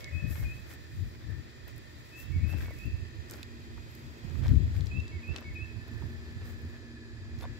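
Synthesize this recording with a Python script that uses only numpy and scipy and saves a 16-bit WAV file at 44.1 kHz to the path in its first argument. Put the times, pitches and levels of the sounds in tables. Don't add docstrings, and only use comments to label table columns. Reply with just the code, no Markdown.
import sys
import numpy as np
from scipy import signal
from scipy.fft import rfft, irfft, next_fast_len
from scipy.io import wavfile
from scipy.ndimage import uniform_filter1d

SR = 44100
rng = np.random.default_rng(int(sys.argv[2]) if len(sys.argv) > 2 else 0)


def master_out(mix):
    frames = np.transpose(np.atleast_2d(mix))
    ceiling = np.clip(frames, -1, 1)
    pcm = np.round(ceiling * 32767).astype(np.int16)
    wavfile.write(sys.argv[1], SR, pcm)


def gain_from_db(level_db):
    decades = np.asarray(level_db, float) / 20
    return 10 ** decades


N = 334719


def rms_one(x):
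    return x / np.sqrt(np.mean(x ** 2) + 1e-20)


def in_time(rows):
    s, *columns = np.transpose(rows)
    return [np.interp(np.arange(N) / SR, s, c) for c in columns]


def at_hz(points, hz):
    point_hz, point_db = np.transpose(points)
    return np.interp(np.log(hz), np.log(point_hz), point_db)


def sides(pan_db):
    pair = np.array([gain_from_db(pan_db / 2), gain_from_db(-pan_db / 2)])
    return pair * np.sqrt(2 / np.sum(pair ** 2, axis=0))


def drift(rate, channels=1):
    hop, settle = 40, 2000
    r = np.exp(-2 * hop * np.pi * rate / SR)
    white = rng.standard_normal((channels, N // hop + settle + 2))
    slow = signal.lfilter([1], [1, -2 * r, r * r], white)[:, settle:]
    return np.array([np.interp(np.arange(N) / hop, np.arange(len(s)), rms_one(s)) for s in slow])


def coloured(white, spectrum):
    size = next_fast_len(N)
    hz = np.maximum(np.arange(size // 2 + 1) * SR / size, 1)
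    (low_hz, low_db), (high_hz, high_db) = spectrum[0], spectrum[-1]
    closed = [(low_hz / 2, low_db - 30), *spectrum, (high_hz * 1.3, high_db - 30)]
    return rms_one(irfft(rfft(white, size) * gain_from_db(at_hz(closed, hz)), size)[..., :N])


def resonance(x, hz, width_hz):
    r = np.exp(-np.pi * width_hz / SR)
    return signal.lfilter(np.array([1, 0, -1]) * (1 - r * r) / 2, [1, -2 * r * np.cos(2 * np.pi * hz / SR), r * r], x)


def left_late(x, lag_ms):
    now = np.arange(N)
    return np.array([np.interp(now - lag_ms * SR / 1000, now, x), x])


def from_afar(three, alike, lag_ms):
    return np.sqrt(alike) * left_late(three[0], lag_ms) + np.sqrt(1 - alike) * three[1:]


def add(out, s, sound):
    at = round(s * SR)
    out[:, at:at + sound.shape[1]] += sound


def burst(noise, ring_ms, hz, width_hz, rise_ms=0.059):
    ms = np.arange(len(noise)) * 1000 / SR
    kicked = noise + 2.6 * (ms < .05)
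    dying = kicked * np.exp(-ms / ring_ms) * np.clip(ms / rise_ms, 0, 1)
    hit = resonance(resonance(dying, hz, width_hz), 0.42 * hz, 2 * width_hz)
    return hit / np.max(np.abs(hit))


def swells(floor_db, peaks_s, peaks_db, pans_db, widths_s, edge, linger):
    t = np.arange(0, N + 160, 160) / SR
    away = (t - peaks_s[:, None]) / widths_s[:, None]
    fade_db = 10 * np.where(away > 0, away / linger, -away) ** edge
    each = gain_from_db(peaks_db[:, None] - fade_db) * sides(pans_db)[..., None]
    gain = np.sqrt(np.sum(each ** 2, axis=1))
    return np.hypot([np.interp(np.arange(N) / SR, t, g) for g in gain], gain_from_db(floor_db))


def garden(x):
    hedge_s, wall_s, t60_s = 0.027, 0.106, 0.89
    t = np.arange(round(1.2 * SR)) / SR
    sparse = rng.standard_normal((2, len(t))) * (rng.random((2, len(t))) < .01)
    wall = 0.45 * np.exp(-((t - wall_s) / 0.014) ** 2)
    hedge = 0.7 * np.exp(-((t - hedge_s) / 0.008) ** 2)
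    foliage = gain_from_db(-60 * t / t60_s) * np.clip(t / 0.008, 0, 1)
    echoes = sparse * (foliage + wall + hedge)
    echoes = echoes / np.sqrt(np.sum(echoes ** 2, axis=1, keepdims=True))
    return signal.fftconvolve(x[None], echoes, axes=1)[:, :N]


def bird(lag_ms):
    # start in seconds, direct level in dB, start pitch in Hz, end pitch in Hz, echo in dB
    rising_notes = [
        (.116, -48, 2510, 2590, -55),
        (.443, -48.5, 2475, 2565, -56),
        (2.105, -56, 2540, 2670, -55),
        (2.431, -49.5, 2520, 2660, -52),
        (2.760, -57, 2510, 2670, -51),
        (4.901, -47, 2530, 2695, -52),
        (5.223, -47, 2485, 2685, -53),
        (5.547, -46, 2485, 2625, -52.5),
    ]
    falling_notes = [
        (0, -54, 2205, 1930, -55),
        (.328, -67, 2175, 1930, -58),
        (2.313, -54, 2235, 1930, -60),
        (2.641, -55, 2230, 1930, -63),
        (5.111, -55, 2215, 1930, -62),
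        (5.433, -55, 2225, 1930, -59),
    ]
    # seconds after its start, share of the way from start to end pitch, level in dB
    rising_shape = [(0, 1.35, -18), (.006, .5, -10), (.013, 0, -3), (.06, .46, 0), (.1, 1, -1),
                    (.113, 1.05, -26)]
    falling_shape = [(0, 0, -30), (.01, 0, -3), (.05, .06, 0), (.066, .15, -2), (.07, .6, -14),
                     (.077, .7, -3), (.092, .92, -6), (.1, 1.1, -30)]
    # lean from start to end in dB, swell before the middle in dB,
    # delay of a clear echo in seconds, its level in dB
    rising_accents = [(-6, 4, .104, -7), (-8, -5, .058, -10), (8, -1, .03, -9), (-4, -5, .05, -5),
                      (0, -3, .03, 2), (6, -2, .06, -13), (0, -9, .055, -10), (-5, -1, .05, -13)]
    falling_accents = [(4, -5, .035, 0), (0, -3, .055, 6), (-2, 0, .082, -2), (2, -2, .02, -6),
                       (3, 0, .06, -12), (-5, 0, .045, -5)]
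    # time in seconds, left-right difference in dB
    bird_side = [(0, 10), (2.3, 7), (2.8, -11), (4.9, -7), (5.6, 0)]
    song_db, echoes_db = 1.3, 3
    direct, clear, sent = np.zeros((3, N))
    wobble_hz = 11 * drift(40)[0]
    kinds = ((rising_notes, rising_accents, rising_shape), (falling_notes, falling_accents, falling_shape))
    for notes, accents, shape in kinds:
        when, share, shape_db = np.transpose(shape)
        t = np.arange(round(when[-1] * SR)) / SR
        part = t / t[-1]
        glide = np.interp(t, when, share)
        for note, accent in zip(notes, accents):
            s, direct_db, start_hz, end_hz, echo_db = note
            lean_db, sag_db, later_s, clear_db = accent
            at = round(s * SR)
            hz = start_hz + (end_hz - start_hz) * glide + wobble_hz[at:][:len(t)]
            accent_db = lean_db * (part - .5) + sag_db * np.exp(-((part - .38) / .14) ** 2)
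            loudness = gain_from_db(np.interp(t, when, shape_db) + accent_db)
            tone = np.sqrt(2) * loudness * np.sin(2 * np.pi * np.cumsum(hz) / SR)
            direct[at:at + len(t)] += gain_from_db(song_db + direct_db) * tone
            lost_db = min(end_hz - start_hz, 0) / 24 * glide
            clear[round((s + later_s) * SR):][:len(t)] += gain_from_db(song_db + direct_db + clear_db + lost_db) * tone
            sent[at:at + len(t)] += gain_from_db(echoes_db + echo_db) * tone
    shimmer = gain_from_db(2.6 * drift(35, channels=2))
    straight = left_late(direct, lag_ms) * shimmer * sides(in_time(bird_side)[0])
    return straight + clear * shimmer[::-1] + garden(sent)


def wind():
    # peak time in seconds, peak level in dB, milliseconds to lose ten dB
    left_gusts = [(0.154, -30.5, 29), (0.249, -30, 26), (0.302, -30.5, 31), (0.435, -31.5, 54),
                  (1.009, -31, 45), (1.309, -37, 69), (1.388, -43, 38), (1.964, -52, 41), (2.379, -34, 33),
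                  (2.443, -25, 40), (2.546, -28, 32), (2.619, -34.5, 35), (2.694, -42, 48),
                  (2.871, -29.5, 22), (2.973, -46.5, 46), (4.073, -47, 54), (4.534, -17.5, 55),
                  (4.633, -26.5, 50), (4.793, -29, 91), (4.982, -30, 35), (5.077, -50, 52),
                  (5.167, -44, 66), (5.336, -51, 69), (5.49, -40.0, 43), (5.61, -53, 63), (6.077, -49, 75),
                  (6.15, -42.5, 59), (6.286, -48, 89), (6.388, -50, 64), (6.448, -44, 66),
                  (6.528, -42.5, 54), (6.658, -47, 92), (7.24, -44.5, 49), (7.338, -43, 26),
                  (7.492, -41, 63)]
    right_gusts = [(0.177, -49, 50), (0.231, -59, 48), (0.345, -42, 37), (0.417, -44, 41), (0.46, -38, 42),
                   (0.56, -45.5, 75), (0.946, -45, 48), (1.039, -47, 90), (1.658, -49.5, 66),
                   (1.751, -45, 25), (2.254, -44, 44), (2.313, -30.5, 17), (2.362, -24.5, 24),
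                   (2.612, -39, 44), (2.664, -40.5, 40), (2.764, -43.5, 30), (2.814, -45, 63),
                   (2.934, -30, 20), (3.011, -38, 61), (3.187, -36, 17), (3.776, -45, 69), (4.258, -34, 16),
                   (4.404, -28.5, 91), (4.506, -32, 48), (4.66, -31.5, 39), (4.757, -39, 69),
                   (4.923, -39.5, 42), (5.034, -42.5, 29), (5.084, -48, 71), (5.161, -37, 34),
                   (5.304, -28.5, 20.5), (5.524, -44.5, 84), (5.622, -39, 35), (5.68, -48, 43),
                   (5.721, -59, 37), (5.773, -38.5, 52), (5.943, -35, 40), (6.036, -33, 39),
                   (6.293, -49, 38), (6.39, -42, 55), (6.472, -49, 52), (6.658, -42.5, 74),
                   (6.834, -50.5, 92), (7.133, -56, 40), (7.181, -47, 53), (7.363, -42.5, 90),
                   (7.422, -45, 49), (7.469, -48, 57)]
    # time in seconds, level in dB
    draught = [(0, -49), (0.7, -50.5), (1.5, -54.5), (1.8, -52.5), (2.2, -57.5), (3.3, -50), (3.75, -49.5),
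               (4.2, -56), (5.5, -53), (6.25, -48.5), (6.9, -55), (7.1, -48.5), (7.59, -62)]
    # pitch in Hz, level in dB per Hz
    buffet_colour = [(13, -71), (22, -51), (42, -4), (62, -2), (82, 4.5), (115, -5), (201, -21),
                     (258, -25.5), (298, -26.5), (379, -36.5), (520, -48), (680, -51), (1140, -120)]
    slap_colour = [(110, 7.5), (150, 1), (250, -5), (450, -24.5)]
    s, peak_db, width_ms = np.transpose(left_gusts + right_gusts)
    pan_db = np.repeat([60, -60], [len(left_gusts), len(right_gusts)])
    draught_db = in_time(draught)[0] - 3.5 / 2 * np.array([[1], [-1]])
    white = rng.standard_normal((2, N))
    rumble = coloured(white, buffet_colour)
    power = uniform_filter1d(uniform_filter1d(rumble ** 2, size=1500), size=1500)
    rumble = rumble / np.sqrt(power + 0.034)
    eddies = gain_from_db(1.0 * drift(17.5, channels=2))
    width_s = np.clip(width_ms, 22, 120) / 1000
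    gain = swells(draught_db, s, peak_db, pan_db, width_s, edge=1.35, linger=1.15)
    slap_gain = gain_from_db(-14) * (gain / gain.max()) ** .9
    slap = slap_gain * coloured(np.roll(white, SR, axis=1), slap_colour)
    return gain_from_db(3.0) * gain * (rms_one(eddies * rumble) + slap)


def grains(per_s, spread_db):
    clicks = (rng.random((3, N)) < per_s / SR) * gain_from_db(spread_db * np.minimum(rng.exponential(1, (3, N)), 5))
    clicks = clicks * rng.choice([-1, 1], (3, N))
    return clicks[0] + 2.7 * clicks[1:]


def steps():
    # peak time in seconds, seconds to lose ten dB, swish level in dB,
    # left-right difference in dB, crunch level in dB
    footfalls = [(0, .04, -70, -7, -63), (.33, .045, -63, 7, -60), (.40, .045, -64, 4, -57),
                 (.52, .09, -72, 2, -64), (.712, .035, -63, 0, -57), (1.06, .1, -76, 4, -67),
                 (1.35, .2, -82, 0, -64), (1.688, .018, -68, 1, -59), (2.205, .035, -63, 8, -63),
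                 (2.51, .035, -68, 6, -54), (2.615, .07, -67, 5, -54), (2.78, .1, -72, 1, -70),
                 (3.315, .025, -65, -2, -54), (3.365, .04, -69, 0, -58), (3.95, .12, -75, 7, -76),
                 (4.33, .12, -77, 0, -62), (4.465, .036, -70, -1, -52), (4.76, .045, -72, 7, -61),
                 (4.865, .025, -73, 3, -68), (5.375, .045, -78, -1, -54), (6.0, .16, -78, 3, -62),
                 (6.485, .05, -69, -2, -54), (6.7, .12, -82, -1, -65), (7.415, .03, -75, -3, -56)]
    # time in seconds, level in dB
    stir = [(0, -77), (0.9, -77), (1.55, -83.5), (2.1, -76), (3.2, -81), (4.5, -78.5), (5.2, -83.5),
            (6.6, -81), (7.0, -96), (7.59, -83)]
    # pitch in Hz, level in dB per Hz
    swish_colour = [(2500, -44), (5000, -3), (8000, -2.5), (9700, -10), (11500, -3), (13500, -3),
                    (15800, -4)]
    crunch_colour = [(300, 8.5), (600, -2), (1000, -8), (1600, -1.5), (3000, -9.5), (6000, -18.5)]
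    s, width_s, swish_db, pan_db, crunch_db = np.transpose(footfalls)
    brushing = swells(in_time(stir)[0], s, swish_db, pan_db, width_s, edge=1.7, linger=1.15)
    treading = swells(-70.5, s, crunch_db, 0 * pan_db, 1.35 * width_s, edge=1.7, linger=1.15)
    uneven = gain_from_db(1.3 * drift(30, channels=2))
    swish = gain_from_db(7.0) * brushing * uneven[0] * coloured(grains(6000, 3.2), swish_colour)
    crunch = gain_from_db(4.0) * treading * uneven[1] ** 2 * coloured(grains(900, 3.5), crunch_colour)
    return swish + crunch


def garden_air(diffuse):
    # pitch in Hz, level in dB per Hz
    air_colour = [(150, 9), (350, 4), (770, -4), (1500, -5.5), (1900, -1.5), (2400, -8), (2720, -3),
                  (2950, -8.5), (3250, -7), (3900, -15.5), (4760, -14), (6140, -20.5), (6500, -18.5),
                  (7470, -15.5), (9260, -47), (13400, -34), (16000, -72)]
    # centre in Hz, width in Hz, level in dB
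    air_peaks = [(993, 56, -80.5), (1943, 34, -75.5), (2460, 59, -69.5), (3420, 310, -79.5),
                 (3730, 21, -75), (4070, 200, -71), (5680, 100, -83.5), (4740, 230, -70), (6780, 80, -80.5)]
    # time in seconds, change of the hiss in dB
    breeze = [(0, 3), (1.2, -2.5), (2.3, 1), (3.6, 0.1), (4.6, 2.5), (5.7, -1), (6.4, 0.2), (7.0, -4),
              (7.59, 0.5)]
    air = gain_from_db(-55 + in_time(breeze)[0]) * coloured(diffuse, air_colour)
    for hz, width_hz, db in air_peaks:
        air = air + gain_from_db(db + 0.5 * drift(5.9)) * rms_one(resonance(diffuse, hz, width_hz))
    return air


def machine_murmur(aimed, low_db, upper_db, hum_hz):
    swell = gain_from_db(1.5 * drift(5))
    low = gain_from_db(low_db + 2.5) * swell * rms_one(resonance(resonance(aimed, 323, 129), 309, 176))
    upper = gain_from_db(upper_db) * rms_one(resonance(resonance(aimed, 593, 130), 530, 230))
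    throb_gain = gain_from_db(-57.5 + 0.86 * drift(4.3))
    throb = throb_gain * rms_one(resonance(resonance(aimed, hum_hz / 2, 22), hum_hz / 2, 38))
    return low + upper + throb


def machine_tones(hum_db, whine_db, hum_hz, whine_hz, lag_ms):
    hum_gain = np.sqrt(2) * gain_from_db(hum_db + 3.6 * drift(20.5)[0])
    hum = hum_gain * np.sin(2 * np.pi * np.cumsum(hum_hz + 0.795 * drift(1.96)[0]) / SR)
    flutter = rms_one(signal.lfilter([1], [1, -2 * .992, .992 ** 2], rng.standard_normal((2, 3, N))))
    phase = 2 * np.pi * np.cumsum(whine_hz) / SR
    whine_gain = gain_from_db(whine_db + 1.2 * drift(4.2)[0])
    whine = whine_gain * (flutter[0] * np.cos(phase) + flutter[1] * np.sin(phase))
    return left_late(hum, lag_ms) + from_afar(whine, 0.76, lag_ms)


def surroundings(lag_ms):
    # time in seconds, whine pitch in Hz, share of its low side in view (0-1), whine swell in dB
    far_machine = [(0, 1799, 0.07, 4.5), (0.8, 1788, 0.41, -1), (1.2, 1815, 0.71, -3),
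                   (1.31, 1792, 0.76, 3.5), (1.45, 1820, 0.6, -3.5), (2.3, 1802, 0.4, -0.5),
                   (3.0, 1802, 0.72, -0.5), (4.2, 1810, 0.83, -7), (5.0, 1777, 0.81, -0.5),
                   (5.7, 1772, 0.88, 3), (6.3, 1752, 0.91, 1.5), (7.59, 1728, 0.93, -1)]
    hum_hz = 234.6
    whine_hz, in_view, swell_db = in_time(far_machine)

    def seen(hidden_db, full_db):
        return hidden_db + (full_db - hidden_db) * in_view

    white = rng.standard_normal((3, N))
    diffuse, aimed = from_afar(white, 0.17, lag_ms), from_afar(white, 0.99, lag_ms)
    lows = signal.butter(1, 1100, fs=SR)
    diffuse = diffuse + signal.lfilter(*lows, aimed - diffuse)
    air = garden_air(diffuse)
    murmur = machine_murmur(aimed, seen(-73.5, -59.5), seen(-55, -102.5), hum_hz)
    tones = machine_tones(seen(-81.5, -53), seen(-63.5, -59.5) + swell_db, hum_hz, whine_hz, lag_ms)
    return air + murmur + tones


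def overtones(lag_ms):
    # multiple of the shaft rate, level in dB
    shaft_lines = [(5.5, -77), (11, -79), (17, -73.5), (26, -82), (29, -85)]
    shaft_hz = 117.93
    t = np.arange(N) / SR
    lines = sum(gain_from_db(db + 0.84 * drift(1.5)[0]) * np.sin(2 * np.pi * k * shaft_hz * t) for k, db in shaft_lines)
    return left_late(np.sqrt(2) * lines, lag_ms)


def snaps():
    # time in seconds, peak level in dB, centre in Hz, left-right difference in dB
    green_stalks = [(0.0064, -40, 3000, -35), (0.0432, -38.5, 4340, -23), (3.298, -43, 6800, -6),
                    (3.3367, -41, 4900, -4), (4.4675, -43, 3120, 2), (4.481, -41, 3320, 6),
                    (4.5543, -49, 3320, -14), (4.808, -41.5, 4040, 2), (4.8689, -42, 4380, 7),
                    (5.002, -49, 3790, 0), (5.08, -45, 4060, 0.0), (5.362, -30, 3150, 9),
                    (5.368, -46, 3180, -1), (5.375, -47, 5810, -15), (5.3838, -36.5, 3060, 12)]
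    # time in seconds, body peak in dB, centre in Hz, left-right difference in dB,
    # crack over the body in dB
    dry_blades = [(0.737, -50.5, 4070, -6, -3), (1.6798, -56, 3264, 3, 5), (1.78, -61, 3730, 12, 9),
                  (2.2016, -52, 5380, 3, 0), (2.788, -52.5, 4570, 7, -5), (3.3102, -37.5, 6500, -2, -4),
                  (3.3238, -60, 9000, 0.0, -2), (3.9507, -54, 4160, 6.5, 0), (1.762, -64, 5010, 2, 6),
                  (2.581, -65, 5010, 5, 11), (2.667, -66, 5000, 6, 10), (2.7082, -68, 5050, 4, 8),
                  (2.737, -66, 5000, 3, 8), (3.353, -68, 5000, 0.0, 9), (3.4301, -36.5, 4030, -2, -19),
                  (4.49, -62, 5000, 0, 5), (4.765, -64.5, 4960, 4, 2.5), (4.75, -55, 3710, 3, -11),
                  (5.408, -56, 3740, -3, -2), (7.388, -47, 3730, -11, -15), (7.41, -45, 3500, -1, -17),
                  (1.1169, -74, 5000, 6, 2), (2.1254, -67, 4970, 4, -1), (2.7676, -70, 5040, 4, 1),
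                  (2.8569, -68, 5000, 7, 10), (3.4135, -66, 5000, 1, 5), (3.912, -72, 5000, 7, 5),
                  (4.8592, -49, 4800, 4, -16), (5.2784, -70, 5000, -2, 6), (5.542, -71, 5000, 2, 7),
                  (5.8805, -60, 6450, 9, 2), (6.323, -64, 7000, 0, -6), (6.619, -72, 5030, 3, 7),
                  (6.69, -78, 5000, 2, 3)]
    out = np.zeros((2, N))
    stalks = [(*row, -33, 1.4) for row in green_stalks]
    blades = [(*row, 1.8) for row in dry_blades]
    breaks = sorted(stalks + blades)
    for row, noise in zip(breaks, rng.standard_normal((len(breaks), 1024))):
        s, peak_db, hz, pan_db, crack_db, ring_ms = row
        body = gain_from_db(peak_db + 4.5) * burst(noise, ring_ms, hz, 0.94 * hz)
        crack = gain_from_db(peak_db + crack_db + 10.5) * burst(noise, 0.24 * ring_ms, 30500, 3500)
        body = signal.sosfilt(signal.butter(2, min(1.93 * hz, 16000), fs=SR, output="sos"), body)
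        snap = body + crack
        scatter = rms_one(noise[::-1]) * np.exp(-np.arange(len(noise)) / (3.0 * SR / 1000))
        tail = gain_from_db(-25) * np.convolve(snap, scatter)[:len(noise)]
        add(out, s, np.outer(sides(pan_db), snap) + np.outer(sides(pan_db / 3), tail) * [[1], [-1]])
    return out


def knocks():
    # time in seconds, peak level in dB, centre in Hz, left-right difference in dB
    dull_knocks = [(0.354, -41.5, 1460, 19), (0.707, -54, 1290, 12), (1.671, -52, 546, -3),
                   (2.521, -53, 548, -5), (2.532, -44.5, 747, 2), (2.605, -40, 1550, 17),
                   (2.681, -45.5, 603, -2), (2.706, -41.5, 613, -2), (3.337, -47, 615, 1),
                   (3.776, -48.5, 880, 1.5), (4.305, -52, 1245, -3), (4.353, -47, 1260, 10),
                   (4.432, -44, 894, 3), (4.444, -48, 540, 0), (4.457, -40.5, 895, 5),
                   (5.287, -50.5, 662, -4), (5.357, -44, 770, 0), (5.415, -47, 1160, 0),
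                   (6.02, -43.5, 900, 3), (6.456, -57, 551, -1), (7.423, -43.5, 700, -3),
                   (7.438, -36.5, 714, 0), (7.451, -39.5, 735, -4)]
    out = np.zeros((2, N))
    for (s, peak_db, hz, pan_db), noise in zip(dull_knocks, rng.standard_normal((len(dull_knocks), 1024))):
        knock = gain_from_db(peak_db + 2.8) * burst(noise, 4.9, hz, 0.6 * hz, rise_ms=2.0)
        add(out, s, np.outer(sides(pan_db), knock))
    return out


def grit():
    # time in seconds, peak level in dB, centre in Hz
    crackles = [(.705, -45, 2600), (.715, -50, 2400), (0.721, -45, 1900), (.727, -44, 1500),
                (1.683, -43, 2300), (.0435, -38, 3200), (3.430, -37, 3030), (5.3625, -41, 2400),
                (2.61, -46, 2800), (2.621, -40, 2400), (2.657, -44, 1800), (3.344, -42, 2000),
                (4.297, -51, 5000), (4.437, -44, 3800), (4.444, -42, 2000), (4.45, -38, 1610),
                (4.462, -48, 1800), (4.491, -41, 2500), (4.756, -50, 1500), (4.764, -43, 2200),
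                (6.439, -53, 2000), (6.489, -59, 2000), (6.497, -54, 2800), (7.401, -55, 6500),
                (7.428, -52, 7000), (4.785, -60, 22000), (6.517, -62, 24000), (6.587, -62, 22000),
                (2.585, -57, 21000), (2.782, -55, 23000)]
    out = np.zeros((2, N))
    for (s, peak_db, hz), noise in zip(crackles, rng.standard_normal((len(crackles), 2, 1024))):
        ports = (noise[0], noise.sum(axis=0))
        pops = [burst(n, 1.8, hz, 0.51 * hz, rise_ms=0.25) for n in ports]
        add(out, s, gain_from_db(peak_db) * np.array(pops))
    return out


def leaves():
    # peak time in seconds, seconds to lose ten dB, level in dB, left-right difference in dB, centre in Hz
    leaf_brushes = [
        (.325, .04, -53.5, 9, 12800),
        (.39, .04, -58, 7, 12500),
        (2.205, .025, -57, 10, 13800),
        (2.505, .03, -60, 8, 12300),
        (2.625, .02, -63, 8, 13500),
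        (3.362, .01, -63, 0, 12000),
        (3.953, .006, -62, 8, 13100),
        (6.49, .035, -69, -1, 14500),
        (7.424, .014, -61, -3, 11200),
    ]
    out = np.zeros((2, N + SR))
    t = np.arange(-4410, 6615) / SR
    noises = rng.standard_normal((len(leaf_brushes), 2, len(t)))
    for (s, width_s, db, pan_db, hz), noise in zip(leaf_brushes, noises):
        fade_db = 10 * (np.where(t > 0, t / 1.3, -t) / width_s) ** 1.7
        band = rms_one(resonance(resonance(noise, hz, 0.23 * hz), hz, 0.24 * hz))
        add(out, s + t[0], gain_from_db(db - fade_db) * sides(pan_db)[:, None] * band)
    return out[:, :N]


def squeak():
    # time in seconds, level in dB, pitch in Hz, length in seconds
    last_squeak = (7.420, -54.5, 3520, .032)
    out = np.zeros((2, N))
    s, level_db, hz, length_s = last_squeak
    t = np.arange(round(length_s * SR)) / SR
    swell = gain_from_db(level_db) * np.sin(np.pi * t / length_s)
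    add(out, s, np.outer([1, 1], swell * np.sin(2 * np.pi * (hz + 1800 * t) * t)))
    return out


def scene():
    # time in seconds, delay of the left port in milliseconds
    facing = [(0, 0.52), (2.5, 0.52), (3.3, 0.42), (4.2, 0.33), (5.2, 0.22), (7.59, 0.13)]
    lag_ms, = in_time(facing)
    nature = bird(0.43) + wind()
    grass = steps() + snaps() + knocks() + squeak()
    far = surroundings(lag_ms)
    return nature + grass + far + leaves() + overtones(lag_ms) + grit()


def band_limit(x):
    return signal.sosfilt(signal.butter(12, 16510, fs=SR, output="sos"), x)


def record(dry):
    # centre in Hz, width in Hz, share removed
    housing_dips = [(2830, 230, .62), (9550, 500, .3)]
    dry = signal.sosfilt(signal.butter(4, 52, "high", fs=SR, output="sos"), dry)
    for hz, width_hz, share in housing_dips:
        dry = dry - share * resonance(dry, hz, width_hz)
    mix = signal.sosfilt(signal.ellip(10, .5, 36, 15730, fs=SR, output="sos"), dry)
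    return band_limit(mix)


dry = scene()
out = record(dry)
master_out(out)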